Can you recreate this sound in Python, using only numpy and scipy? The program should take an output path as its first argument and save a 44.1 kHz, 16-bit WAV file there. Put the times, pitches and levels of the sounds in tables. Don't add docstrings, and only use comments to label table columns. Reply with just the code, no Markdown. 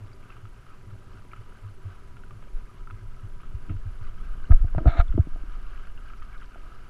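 import sys
import numpy as np
from scipy import signal
from scipy.fft import rfft, irfft
from scipy.io import wavfile
from scipy.ndimage import uniform_filter1d

SR = 44100
rng = np.random.default_rng(int(sys.argv[2]) if len(sys.argv) > 2 else 0)


def materialize(psi):
    bounded = np.clip(np.atleast_2d(psi).T, -1, 1)
    quanta = np.round(bounded * 32767).astype(np.int16)
    wavfile.write(sys.argv[1], SR, quanta)


N = 303849
T = np.arange(N) / SR


def from_db(db):
    return 10 ** (np.asarray(db) / 20)


def rms_one(x):
    return x / np.sqrt(np.mean(x ** 2) + 1e-20)


def level(rows):
    return from_db(np.interp(T, *np.transpose(rows)))


def peak(s, rise_db_per_s, fall_db_per_s):
    return from_db(-np.maximum(rise_db_per_s * (s - T), fall_db_per_s * (T - s)))


def add(out, s, sound):
    at = max(round(s * SR), 0)
    out[at:at + len(sound)] += sound[:N - at]


def butter(x, hz, kind, order=2):
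    return signal.sosfilt(signal.butter(order, hz, kind, fs=SR, output="sos"), x)


def coloured(x, colour):
    hz, db = np.transpose(colour)
    bins = np.arange(N // 2 + 1) * SR / N + 1e-3
    gain = from_db(np.interp(np.log(bins), np.log(hz), db))
    return rms_one(irfft(rfft(x) * gain, N))


def drift(per_s):
    knots = rng.standard_normal(4000)
    return rms_one(np.interp(T * per_s, np.arange(len(knots)), knots))


def resonance(x, hz, width_hz):
    r = np.exp(-np.pi * width_hz / SR)
    feedback = [1, -2 * r * np.cos(2 * np.pi * hz / SR), r * r]
    return signal.lfilter(np.array([1, 0, -1]) * (1 - r * r) / 2, feedback, x + 1e-18)


def noise_tone(hz, width_hz):
    band = resonance(rng.standard_normal(N), hz, width_hz)
    return rms_one(resonance(band, hz, width_hz))


def grains(per_s, spread_db):
    sizes = from_db(spread_db * np.minimum(rng.exponential(1, N), 4))
    signs = rng.choice([-1, 1], N)
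    return rms_one(sizes * signs * (rng.random(N) < per_s / SR))


def swings(rows, steepness, sag):
    out, t = np.zeros(N), T[:SR // 2]
    for s, db, hz, swell_s in rows:
        age = t / swell_s
        pitch = hz * (1 - sag * np.tanh(age - 1))
        envelope = (age * np.exp(1 - age)) ** steepness
        add(out, s, from_db(db) * envelope * np.sin(2 * np.pi * np.cumsum(pitch) / SR))
    return out


# time in seconds, overall gain in dB.
RIPPLE_LEVELS = [(0, -59.3), (1.4, -58.3), (3.2, -61), (3.7, -55.5), (5.1, -54), (6.15, -51.8),
                 (6.89, -53.8)]
# frequency in Hz, relative level in dB.
WATER_SPECTRUM = [(450, -17), (700, -6), (930, -16), (1080, -7), (1270, 2.5), (1420, -3.5), (1600, -2.5),
                  (1800, -16), (2200, -13), (2500, -16.5), (2950, -13), (3500, -25), (4800, -25.5),
                  (8000, -42.5)]


def ripples(fizz_db=-4.5, wash_db=-5.0, ring_cycles=14):
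    wash = rng.standard_normal(N) * from_db(2.8 * drift(12))
    wash = from_db(wash_db) * coloured(wash, WATER_SPECTRUM)
    pitches = np.geomspace(1000, 6500, num=22)
    bubbles = sum(resonance(grains(per_s=30, spread_db=3.0), hz, hz / ring_cycles) for hz in pitches)
    flicker = from_db(4 * np.tanh(drift(22)))
    fizz = from_db(fizz_db) * coloured(bubbles * flicker, WATER_SPECTRUM)
    return level(RIPPLE_LEVELS) * (wash + fizz)


def gurgles(gurgle_db=-65, per_s=45):
    pitches = np.geomspace(205, 600, num=5)
    pockets = sum(resonance(grains(per_s, spread_db=2.0), hz, hz / 7) / hz ** 0.7 for hz in pitches)
    return from_db(gurgle_db) * rms_one(pockets) * from_db(2.0 * drift(5.4))


# time in seconds, level of the upper mode in dB.
SWASH_LEVELS = [(0, -55.5), (3.8, -53.5), (5.0, -54), (5.6, -60)]


def swash(hollow_hz=104, deep_hz=62, deep_db=-2.5, width_hz=65, surge_db=2.0):
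    drone = noise_tone(hollow_hz, width_hz) + from_db(deep_db) * noise_tone(deep_hz, width_hz)
    surge = rms_one(from_db(surge_db * drift(7)))
    return level(SWASH_LEVELS) * surge * drone


# start in seconds, peak level in dB, swell time in seconds.
HULL_SLAPS = [(0.0, -34.5, 0.029), (.075, -40.5, .028), (.425, -36, .024), (.86, -38, .02),
              (.91, -37, .025), (1.365, -39.5, 0.032), (1.625, -34, 0.036), (1.842, -29.5, .024),
              (2.32, -40, 0.027), (2.915, -35, .022), (3.0, -36, .03), (3.228, -32, 0.018),
              (3.535, -34.5, .02), (3.692, -23.5, .016), (3.735, -27, .018), (3.85, -27, .018),
              (4.01, -30.5, .01)]


def booms(hollow_hz=103, typical_db=-35, drop_hz_per_db=1.0):
    slaps = [(s, db, hollow_hz - drop_hz_per_db * (db - typical_db), swell_s)
             for s, db, swell_s in HULL_SLAPS]
    return swings(slaps, steepness=2.1, sag=0.037)


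# frequency in Hz, relative level in dB.
SWAY_SPECTRUM = [(8, -6), (16, 0), (25, -7.5), (40, -12), (62, -26.5), (120, -41), (250, -47), (600, -91.5)]


def sway(calm_db=-45, surge_db=-24, contact_s=4.88):
    rumble = coloured(rng.standard_normal(N), SWAY_SPECTRUM)
    running_rms = np.sqrt(uniform_filter1d(rumble ** 2, size=11000))
    surge = from_db(surge_db) * peak(contact_s, rise_db_per_s=9, fall_db_per_s=10.5)
    return (from_db(calm_db) + surge) * rumble / running_rms


# pitch in Hz, top level in dB, time of the top in seconds,
# fade on either side in dB per second.
HUM_TONES = [(382, -63.5, 1.9, 1.3), (984, -67.8, 3.0, 1.0)]


def far_hum(width_hz=40):
    return sum(noise_tone(hz, width_hz) * from_db(db) * peak(s, fade, fade)
               for hz, db, s, fade in HUM_TONES)


# frequency in Hz, relative level in dB.
AIR_SPECTRUM = [(40, 5), (110, 6), (160, -5), (205, 0), (300, -5.5), (380, -3.5), (440, -10), (800, -12),
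                (2000, -16.5), (4000, -24.5), (7000, -27), (9700, -31), (12000, -32), (15000, -41.5)]


def open_air(db=-56.5):
    return from_db(db) * coloured(rng.standard_normal(N), AIR_SPECTRUM)


def camera_whine(db=-77.5, hz=10320, frames_per_s=23.976):
    frame = T * frames_per_s - .65
    busy = (frame % 1 < .4) & (np.floor(frame) % 8 != 2)
    return from_db(db) * noise_tone(hz, width_hz=450) * busy


# start in seconds, level in dB, ring pitch in Hz, spray decay time in seconds.
NEAR_SPLASHES = [(.132, -54, 4740, .002), (0.302, -37, 1300, .003), (.303, -46, 2680, .003),
                 (.323, -47, 2470, .005), (0.367, -40, 1250, .006), (.454, -39.5, 1300, 0.0033),
                 (.666, -44.5, 1260, .005), (1.316, -47, 2330, .004), (1.3335, -30.5, 1310, 0.0034),
                 (1.362, -43, 1240, .02), (2.168, -41.5, 1380, .007), (2.236, -41.5, 1460, .003),
                 (2.308, -39, 1190, .004), (2.425, -44, 1250, .01), (2.472, -46, 560, .002),
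                 (2.873, -35, 1320, 0.0018), (2.901, -38, 1430, .003), (2.908, -33.5, 1285, .004),
                 (3.402, -43, 1230, .012), (3.433, -41.5, 1270, 0.0036), (3.695, -38, 1310, .02),
                 (4.681, -42, 1520, .006), (5.081, -49, 3440, .002), (5.125, -38, 1350, .003),
                 (5.871, -39.5, 1390, .004), (5.976, -45, 2800, .003), (6.102, -37.5, 1300, 0.0036),
                 (6.135, -37, 1340, .002), (6.222, -35.5, 1240, 0.0072), (6.423, -39, 1290, .003),
                 (6.545, -40.5, 1390, .003)]


def plips(width_hz=80, attack_s=0.0003, spray_db=-14):
    out, t = np.zeros(N), T[:SR // 12]
    envelope = np.exp(-np.pi * width_hz * t) * (1 - np.exp(-t / attack_s))
    for s, db, hz, spray_s in NEAR_SPLASHES:
        ring = np.sin(2 * np.pi * hz * t) * envelope
        hiss = butter(rng.standard_normal(len(t)), [1100, 3100], "band", order=5)
        spray = rms_one(hiss) * np.exp(-t / spray_s)
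        add(out, s, from_db(db) * (ring + from_db(spray_db) * spray))
    return out


# start in seconds, peak level in dB, pitch at the peak in Hz.
HULL_JOLTS = [(2.525, -20, 22), (3.54, -24, 55), (3.694, -31, 160), (4.5, -3.5, 69.5), (4.505, -2.2, 19.3),
              (4.598, -9.5, 30), (4.637, -17.5, 88), (4.752, -18, 68), (4.772, -19, 140), (4.856, -4, 57.4),
              (4.87, -11.5, 116), (4.98, -7, 33), (4.987, -10.5, 66), (5.085, -16, 42), (5.145, -17, 92),
              (5.188, -7, 90)]


def jolts(base_swell_s=.006, swell_cycles=.55):
    shoves = [(s, db, hz, base_swell_s + swell_cycles / hz) for s, db, hz in HULL_JOLTS]
    return swings(shoves, steepness=3.6, sag=0.22)


# frequency in Hz, width in Hz, gain in dB.
SHELL_MODES = [(311.4, 79, 3), (490, 230, -10.5), (635, 35, 1), (686, 43, 6), (830, 320, -11),
               (1248, 63, 6.5), (1326, 99, -6.5), (1580, 39, -13), (2230, 42, -9), (2090, 77, -14.5),
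               (2580, 27, -21), (3050, 130, -39.5), (3600, 370, -19.5), (3900, 420, -18), (4200, 170, -12)]


def housing(force):
    return sum(from_db(db) * resonance(force, hz, width_hz) for hz, width_hz, db in SHELL_MODES)


# start in seconds,
# peak level in dB, hardness as a low-pass cutoff in Hz, crunch decay time in seconds.
HOUSING_BLOWS = [(3.685, -41, 230, .025), (3.696, -32.5, 260, .025), (4.495, -29.5, 260, .004),
                 (4.508, -26, 1150, .004), (4.5185, -24.5, 2400, .007), (4.643, -35, 500, .004),
                 (4.749, -24, 750, .0032), (4.782, -19.5, 1300, .004), (4.805, -31, 400, .03),
                 (4.845, -32, 400, .009), (4.856, -18.5, 750, .018), (4.953, -29.5, 800, .012),
                 (5.141, -29, 250, .011), (5.178, -14.5, 410, .005), (5.271, -30, 220, .003),
                 (5.359, -36, 600, .0027), (5.436, -39, 280, .002), (6.558, -39, 910, .0032)]


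def knocks(crunch_gain=0.11, flex_db=-20):
    out, t = np.zeros(N), T[:SR // 6]
    impulse = t == 0
    for s, db, hardness_hz, crunch_s in HOUSING_BLOWS:
        crunch = crunch_gain * rng.standard_normal(len(t)) * np.exp(-t / crunch_s)
        force = butter(impulse + crunch, hardness_hz, "low", order=3)
        ring = housing(force) + from_db(flex_db) * butter(force, [170, 520], "band")
        add(out, s, from_db(db) * ring / np.abs(ring).max())
    return out


# frequency in Hz, relative level in dB.
RUB_SPECTRUM = [(200, -12), (450, -6), (740, .5), (1250, -1.5), (1600, .5), (1850, -5), (2120, 3),
                (2400, -5.5), (2900, -6), (3500, -1.5), (7000, -3)]


def scrape(start_s=4.873, end_s=5.016, slip_s=.014, grab_db=-31, strain_db=-29, rasp_db=-26.5):
    catches = coloured(grains(per_s=3000, spread_db=2.0), RUB_SPECTRUM)
    grab = from_db(grab_db) * peak(start_s, rise_db_per_s=0, fall_db_per_s=270)
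    strain = from_db(strain_db) * peak(end_s - slip_s, rise_db_per_s=235, fall_db_per_s=450)
    judder = from_db(1.2 * drift(250))
    touching = (T > start_s) & (T < end_s)
    drag = catches * (grab + strain) * judder * touching
    ring = butter(housing(drag), 3910, "low", order=14) / np.std(housing(catches))
    rasp = butter(drag, [5300, 7600], "band", order=4)
    return ring + from_db(rasp_db) * rasp


def scene():
    water = ripples() + plips() + gurgles() + swash() + booms()
    bumps = jolts() + knocks() + scrape()
    return (water + bumps + sway() + far_hum() + open_air() + camera_whine())[None]


def record(dry):
    cutoff_hz = 15100
    return signal.sosfilt(signal.ellip(10, .1, 80, cutoff_hz, fs=SR, output="sos"), dry)


dry = scene()
out = record(dry)
materialize(out)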